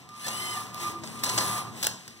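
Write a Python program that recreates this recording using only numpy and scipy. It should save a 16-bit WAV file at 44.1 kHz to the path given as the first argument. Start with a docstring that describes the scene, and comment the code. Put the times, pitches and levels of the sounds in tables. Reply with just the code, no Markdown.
"""Toy robot turning a puzzle cube

In a small room, the geared motors of a brick robot spin a turntable, nudge it back, then raise and
drop an arm. Pulsed drive current makes the windings whine. Tooth impacts rattle, sing at the mesh
rate and force the frame and table into vibration. Loose parts clack, and the arm lands on the cube
with a snap. A close pair of microphones hears it."""
import sys
import numpy as np
from scipy.fft import rfft, irfft, next_fast_len
from scipy.io import wavfile

SR = 44100
rng = np.random.default_rng(int(sys.argv[2]) if len(sys.argv) > 2 else 0)


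def wav_record(signal):
    """Record a signal, one row per channel, as 16-bit PCM in the file named by sys.argv[1]."""
    frames = np.transpose(np.atleast_2d(signal))
    bounded = np.clip(frames, -1, 1)
    # unit amplitude maps onto the largest positive 16-bit level
    quanta = np.round(bounded * 32767).astype(np.int16)
    wavfile.write(sys.argv[1], SR, quanta)


N = 97020
TIME = np.arange(N) / SR
PADDED = next_fast_len(2 * N)
HZ = np.maximum(np.arange(PADDED // 2 + 1) * SR / PADDED, 1)


def from_db(db):
    """Amplitude ratio of a level in decibels."""
    return 10 ** (np.asarray(db) / 20)

def unit_rms(x):
    """Normalisation to unit mean power."""
    return x / np.sqrt(np.mean(x ** 2) + 1e-20)

def in_time(rows):
    """Linear interpolation of each column over time."""
    t, *columns = np.transpose(rows)
    return [np.interp(TIME, t, column) for column in columns]

def over_hz(points):
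    """Interpolation over logarithmic frequency."""
    hz, value = np.transpose(points)
    return np.interp(np.log(HZ), np.log(hz), value)

def filtered(x, response):
    """Linear filtering: the spectrum times a frequency response."""
    return irfft(rfft(x, PADDED) * response, PADDED)[..., :N]

def coloured(x, colour):
    """Spectral shaping, at unit power."""
    return unit_rms(filtered(x, from_db(over_hz(colour))))

def drift(corner_hz):
    """Random modulation: low-pass noise of unit power."""
    return unit_rms(filtered(rng.standard_normal(N), 1 / (1 + (HZ / corner_hz) ** 2)))

def swell(start, end):
    """Rounded envelope: the root of a half sine."""
    return np.sqrt(np.abs(np.sin(np.pi * np.clip((TIME - start) / (end - start), 0, 1))))

def tone(hz, partials, flutter_db):
    """Harmonic series, each partial randomly modulated in level."""
    phase = 2 * np.pi * np.cumsum(hz) / SR
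    return np.sqrt(2) * sum(from_db(db + flutter_db * drift(50)) * np.sin(k * phase) for k, db in partials)

# Sound the microphones do not share, relative to what they share: f/Hz, level/dB
UNSHARED = [(60, -8), (300, -2), (700, -1.5), (1150, -4), (1700, -8), (3000, -6), (6500, -7.5), (13000, -6)]
def spread(pair):
    """Partial coherence: two independent signals mix into a mostly alike left and right."""
    side_gain = from_db(over_hz(UNSHARED))
    side = filtered(pair[1], side_gain)
    return filtered(np.array([pair[0] + side, pair[0] - side]), 1 / np.sqrt(1 + side_gain ** 2))

def noise(colour):
    """Partly coherent stereo noise with a given spectrum."""
    return coloured(spread(rng.standard_normal((2, N))), colour)

# Background spectrum: f/Hz, relative level/dB
FLOOR_COLOUR = [(40, -36), (130, 8), (250, 5), (500, -17), (1000, -47), (2000, -2), (8000, -20.5),
                (16000, -42)]
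def noise_floor():
    """Stationary noise: a faint rumble and hiss."""
    return from_db(-62) * noise(FLOOR_COLOUR)

def teeth(contacts_per_s=3000, spread_db=2, rub_share=0.75):
    """Impact and friction: random tooth contacts of uneven strength over smooth rubbing."""
    strengths = from_db(spread_db * np.minimum(rng.exponential(1, (2, N)), 4))
    signs = rng.choice([-1, 1], (2, N))
    clicks = unit_rms(strengths * signs * (rng.random((2, N)) < contacts_per_s / SR))
    rubbing = rng.standard_normal((2, N))
    return spread(np.sqrt(1 - rub_share) * clicks + np.sqrt(rub_share) * rubbing)

# Rattle following the motors' effort: t/s, level/dB
GEAR_EFFORT = [(0, -50.5), (.09, -58), (.14, -52), (.2, -44), (.26, -38), (.45, -37.5), (.58, -37.5),
               (.66, -43.5), (.72, -48.5), (.78, -43), (.83, -34.5), (.9, -39.5), (.95, -48.5), (1.02, -52),
               (1.045, -44.5), (1.225, -43), (1.245, -35), (1.36, -33.5), (1.41, -32.5), (1.58, -34.5),
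               (1.63, -44), (1.71, -50.5), (1.77, -44), (1.82, -38.5), (1.9, -71), (2.0, -49.5), (2.2, -52)]
# Rattle spectrum: f/Hz, relative level/dB
GEAR_COLOUR = [(900, -4.5), (1500, -4.5), (2000, 5.5), (3200, 1.5), (4300, 2), (5300, 1), (6100, 0.5),
               (8000, 2), (10500, -0.5), (13000, -2), (15500, -8.5)]
def gear_rattle(flutter_db=1.0, brightening=0.43, neutral_db=-32.5):
    """Impact noise of plastic teeth; its treble grows faster with effort than the rest."""
    db, = in_time(GEAR_EFFORT)
    rattle = coloured(teeth(), GEAR_COLOUR)
    treble = filtered(rattle, 1 / (1 + (7500 / HZ) ** 8))
    treble_gain = from_db(brightening * (db - neutral_db))
    return from_db(db + flutter_db * drift(70)) * (rattle - treble + treble * treble_gain)

def shaken_body(colour, modes, ring_db):
    """Modal resonance: tooth contacts excite a broad response and a few damped modes."""
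    broad = coloured(teeth(), colour)
    resonances = sum(from_db(db) / np.sqrt(width) / (1 + 1j * (HZ ** 2 - hz ** 2) / (HZ * width))
                     for hz, width, db in modes)
    ringing = unit_rms(filtered(teeth(), resonances))
    return unit_rms(broad + from_db(ring_db) * ringing)

# Vibration of the structure: t/s, frame level/dB, table level/dB
SHAKE = [(0, -58, -53.5), (.2, -56, -57), (.29, -45.5, -48), (.58, -41, -47), (.72, -49, -48.5),
         (.87, -40, -44), (1.0, -50.5, -46), (1.21, -50, -46), (1.25, -41, -40.5), (1.42, -38.5, -39.5),
         (1.57, -36, -44), (1.71, -48, -44.5), (1.92, -51.5, -47.5), (2.0, -56.5, -55), (2.2, -64, -55)]
# Broad responses: f/Hz, relative level/dB
FRAME_COLOUR = [(250, -11), (450, -10), (700, -1), (1050, 13.5), (1300, 3.5), (1700, -3.5), (2500, -43)]
TABLE_COLOUR = [(45, -9), (80, -47), (110, 6), (160, -6.5), (285, -4), (370, -9.5), (500, -18), (900, -41)]
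# Modes: f/Hz, bandwidth/Hz, relative level/dB
FRAME_MODES = [(539, 4.2, -7.5), (652, 4.9, 2.5), (742, 43, 12), (1004, 6.5, -6), (1007, 14, 3.5),
               (1081, 11, 5), (1310, 19, 4.5), (1740, 5.9, 6.5)]
TABLE_MODES = [(112.3, 16.6, -4), (148.4, 8.3, -4), (187.8, 5.5, -1), (223.4, 4.9, 0), (343, 47, -4.5),
               (399, 23, -10.5)]
def frame_and_table():
    """Forced vibration: the gears make the frame clatter and the table rumble."""
    frame_db, table_db = in_time(SHAKE)
    frame = from_db(frame_db) * shaken_body(FRAME_COLOUR, FRAME_MODES, ring_db=-3.5)
    table = from_db(table_db) * shaken_body(TABLE_COLOUR, TABLE_MODES, ring_db=0.5)
    return frame + table

# Whine envelope: t/s, level/dB
WHINE = [(0, -80), (.11, -46), (.27, -49), (.34, -40), (.45, -43), (.59, -34.5), (.69, -52), (.77, -39),
         (.81, -43), (.85, -31), (.885, -30), (.92, -45.5), (.97, -35.5), (1.03, -58), (1.12, -55.5),
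         (1.17, -45), (1.33, -43), (1.45, -36.5), (1.59, -32), (1.64, -46), (1.69, -41), (1.76, -77),
         (2.05, -68.5), (2.2, -60.5)]
# Whine partials: harmonic number, relative level/dB
WHINE_PARTIALS = [(1, -1.5), (2, -18)]
def drive_whine(pulse_hz=1201, wander_hz=3.03):
    """Electromagnetic excitation: the windings sing at the rate of the drive pulses."""
    db, = in_time(WHINE)
    return from_db(db) * tone(pulse_hz + wander_hz * drift(16.3), WHINE_PARTIALS, flutter_db=1.46)

def knock(start, hold, t60, attack_s=0.00016):
    """Impact envelope: a quick rise, a hold while parts chatter, then exponential decay."""
    age = TIME - start
    return np.clip(age / attack_s, 0, 1) * from_db(-60 * np.clip((age - hold) / t60, 0, 2))

# Knocks of plastic parts: t/s, relative level/dB, chatter length/s, thud offset/dB, crack offset/dB
CLACKS = [(0.09, -44, 0.002, -9, -2), (0.266, -32.5, 0.0088, 2, -3), (0.281, -31, 0.008, -1.5, -4),
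          (.744, -48, 0.0023, -3, 11), (.917, -49, 0.001, 8, 7), (1.035, -41, 0.0055, 11, -28),
          (1.073, -38.5, 0.0058, -2, -21), (1.235, -23, 0.0089, -24, -1), (1.261, -24.5, 0.0049, -0.5, -18),
          (1.291, -25, 0.0081, -7, -9), (1.378, -18, 0.0086, -1.5, -14), (1.409, -29.5, 0.0056, 7, -16),
          (1.828, -26.5, 0.0024, -7, 0.5), (1.832, -24.5, 0.0048, -26, 0.5), (1.843, -27, 0.0082, -8, -2.5),
          (1.858, -37, 0.0073, -7, -6), (1.867, -24.5, 0.0029, -10, 0), (2.078, -39.5, 0.0022, -3, -1)]
# Spectra of a knock's three parts: f/Hz, relative level/dB
CHATTER_COLOUR = [(600, -30.5), (1600, -0.5), (2800, -1), (4200, 5), (8200, 0.5), (10000, -12.5),
                  (16000, -39)]
CRACK_COLOUR = [(4000, -4.5), (10000, 0), (15500, -5)]
THUD_COLOUR = [(50, -41), (110, -14), (400, 0.5), (750, 5), (1050, 1), (1500, -3.5), (3000, -30)]
def clacks(chatter_t60_s=0.025, thud_t60_s=0.11, flutter_db=3):
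    """Damped impacts: loose bricks chatter with a high crack, and the frame thuds for longer."""
    chatter = crack = thud = 0
    for start, db, hold, thud_db, crack_db in CLACKS:
        chatter += from_db(db) * knock(start, hold, chatter_t60_s)
        crack += from_db(db + crack_db) * knock(start, hold, chatter_t60_s / 2)
        thud += from_db(db + thud_db) * knock(start, hold, thud_t60_s)
    bright = chatter * noise(CHATTER_COLOUR) + crack * noise(CRACK_COLOUR)
    bright *= from_db(flutter_db * drift(480))
    dull = from_db(-8) * thud * noise(THUD_COLOUR)
    return from_db(-2.5) * (bright + dull)

# Shaft rubs: start/s, end/s, centre f/Hz, level/dB, rotation rate/Hz
RUBS = [(0.16, 0.663, 9690, -43.5, 100), (1.043, 1.225, 8880, -51, 64), (1.255, 1.644, 9670, -38.5, 120),
        (1.738, 1.856, 8100, -53, 70)]
def shaft_chirps(bandwidth_hz=750, depth=0.53):
    """Amplitude modulation: a thin band of friction noise swells once per turn of a motor shaft."""
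    chirps = 0
    for start, end, hz, db, rate in RUBS:
        turns = np.cumsum(rate * (1 + 0.101 * drift(37))) / SR
        rub = filtered(teeth(), 1 / (1 + (2 * (HZ - hz) / bandwidth_hz) ** 4))
        pulsing = 1 + depth * np.cos(2 * np.pi * turns)
        chirps += swell(start, end) * from_db(db) * unit_rms(rub * pulsing)
    return chirps

# The quarter turn: t/s, tooth rate/Hz, level before the housing/dB
TURN = [(.2, 768, -59), (.265, 893, -44), (.295, 903, -52), (.315, 947, -46.5), (.36, 1004, -45),
        (.45, 1038, -42), (.54, 1019, -42), (.572, 895, -44), (.6, 860, -67)]
# Resonances of the gear housing: f/Hz, bandwidth/Hz, gain/dB
HOUSING = [(1753, 150, 3.5), (2065, 55, -0.5), (2934, 380, 4), (3490, 100, -1), (4320, 270, 0),
           (5220, 430, -5.5), (7920, 610, -2)]
def turntable(jitter=0.012):
    """Source and filter: gear mesh harmonics rise, hold and fall through the housing's resonances."""
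    hz, db = in_time(TURN)
    running = (TIME > TURN[0][0]) & (TIME < TURN[-1][0])
    mesh = tone(hz * (1 + jitter * drift(152)), [(k, 0) for k in range(1, 10)], flutter_db=2.4)
    housing = sum(from_db(gain_db) / (1 + (2 * (HZ - centre) / width) ** 2)
                  for centre, width, gain_db in HOUSING)
    return filtered(running * from_db(db) * mesh, housing)

# Drones of the frame: start/s, end/s, f/Hz, level/dB
DRONES = [(0.37, 0.606, 367.5, -51), (0.785, 0.9, 348, -51), (0.904, 1.065, 332.6, -45.5),
          (1.222, 1.53, 1013, -41.5), (1.88, 1.973, 1049, -51.5)]
def frame_drones(jitter=0.0088):
    """Vibration under load: the frame swells into brief tones, roughened by random modulation."""
    drones = 0
    for start, end, hz, db in DRONES:
        rough = tone(hz * (1 + jitter * drift(20)), [(1, 0)], flutter_db=2.5)
        drones += swell(start, end) * from_db(db) * rough
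    return drones

def arm_landing(at_s=1.8699, time_constant_s=0.00048, low_cut_hz=470):
    """A brief contact has a broad spectrum: the arm hits the cube with a hard snap, without bass."""
    envelope = np.exp(-np.abs(TIME - at_s) / time_constant_s)
    snap = envelope * np.tanh(noise(CRACK_COLOUR) + from_db(-4.5) * noise(CHATTER_COLOUR))
    return from_db(-5) * filtered(snap, 1 / (1 + (low_cut_hz / HZ) ** 2))

def room(x, t60_s=0.45, treble_t60_s=0.15, delay_s=0.0048):
    """Reverberation: convolution with a diffuse, decaying tail whose treble dies first."""
    wash = spread(rng.standard_normal((2, N))) * (TIME > delay_s)
    treble = filtered(wash, 1 / (1 + (10800 / HZ) ** 4))
    tail = (wash - treble) * from_db(-60 * TIME / t60_s) + treble * from_db(-60 * TIME / treble_t60_s)
    return filtered(x[0], rfft(unit_rms(tail) / np.sqrt(N), PADDED))

def scene():
    """Superposition of direct and reverberant sound; the clacks feed the room most strongly."""
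    mechanism = gear_rattle() + shaft_chirps() + turntable() + arm_landing()
    knocks = clacks()
    reverberation = room(from_db(-14) * mechanism + from_db(-7) * knocks)
    direct = mechanism + knocks + drive_whine() + frame_drones() + frame_and_table()
    return direct + reverberation + noise_floor()

# Balance of the microphones: f/Hz, level of left over right/dB
BALANCE = [(60, 0.5), (700, 1.6), (1200, -2), (1700, -3.5), (2350, 2.5), (3000, 1.5), (4700, 1),
           (6900, -0.5), (9000, 3.5), (14000, 2.5)]
def record(dry, lag_s=0.000428, in_step_below_hz=1175, low_cut_hz=59, high_cut_hz=15800):
    """Phase differences make the pair sound hollow: on the right, shared treble lags and unshared
    sound leads. A band-pass cuts the lowest bass and the top."""
    shared, unshared = (dry[0] + dry[1]) / 2, (dry[0] - dry[1]) / 2
    lag = np.exp(-2j * np.pi * lag_s * np.maximum(HZ - in_step_below_hz, 0))
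    lead = np.exp(2j * np.pi * lag_s * HZ)
    right = filtered(shared, lag) - filtered(unshared, lead)
    lean = from_db(over_hz(BALANCE) / 2)
    pass_band = 1 / np.sqrt((1 + (low_cut_hz / HZ) ** 8) * (1 + (HZ / high_cut_hz) ** 240))
    return filtered(np.array([dry[0], right]), np.array([lean, 1 / lean]) * pass_band)


dry = scene()
out = record(dry)
wav_record(out)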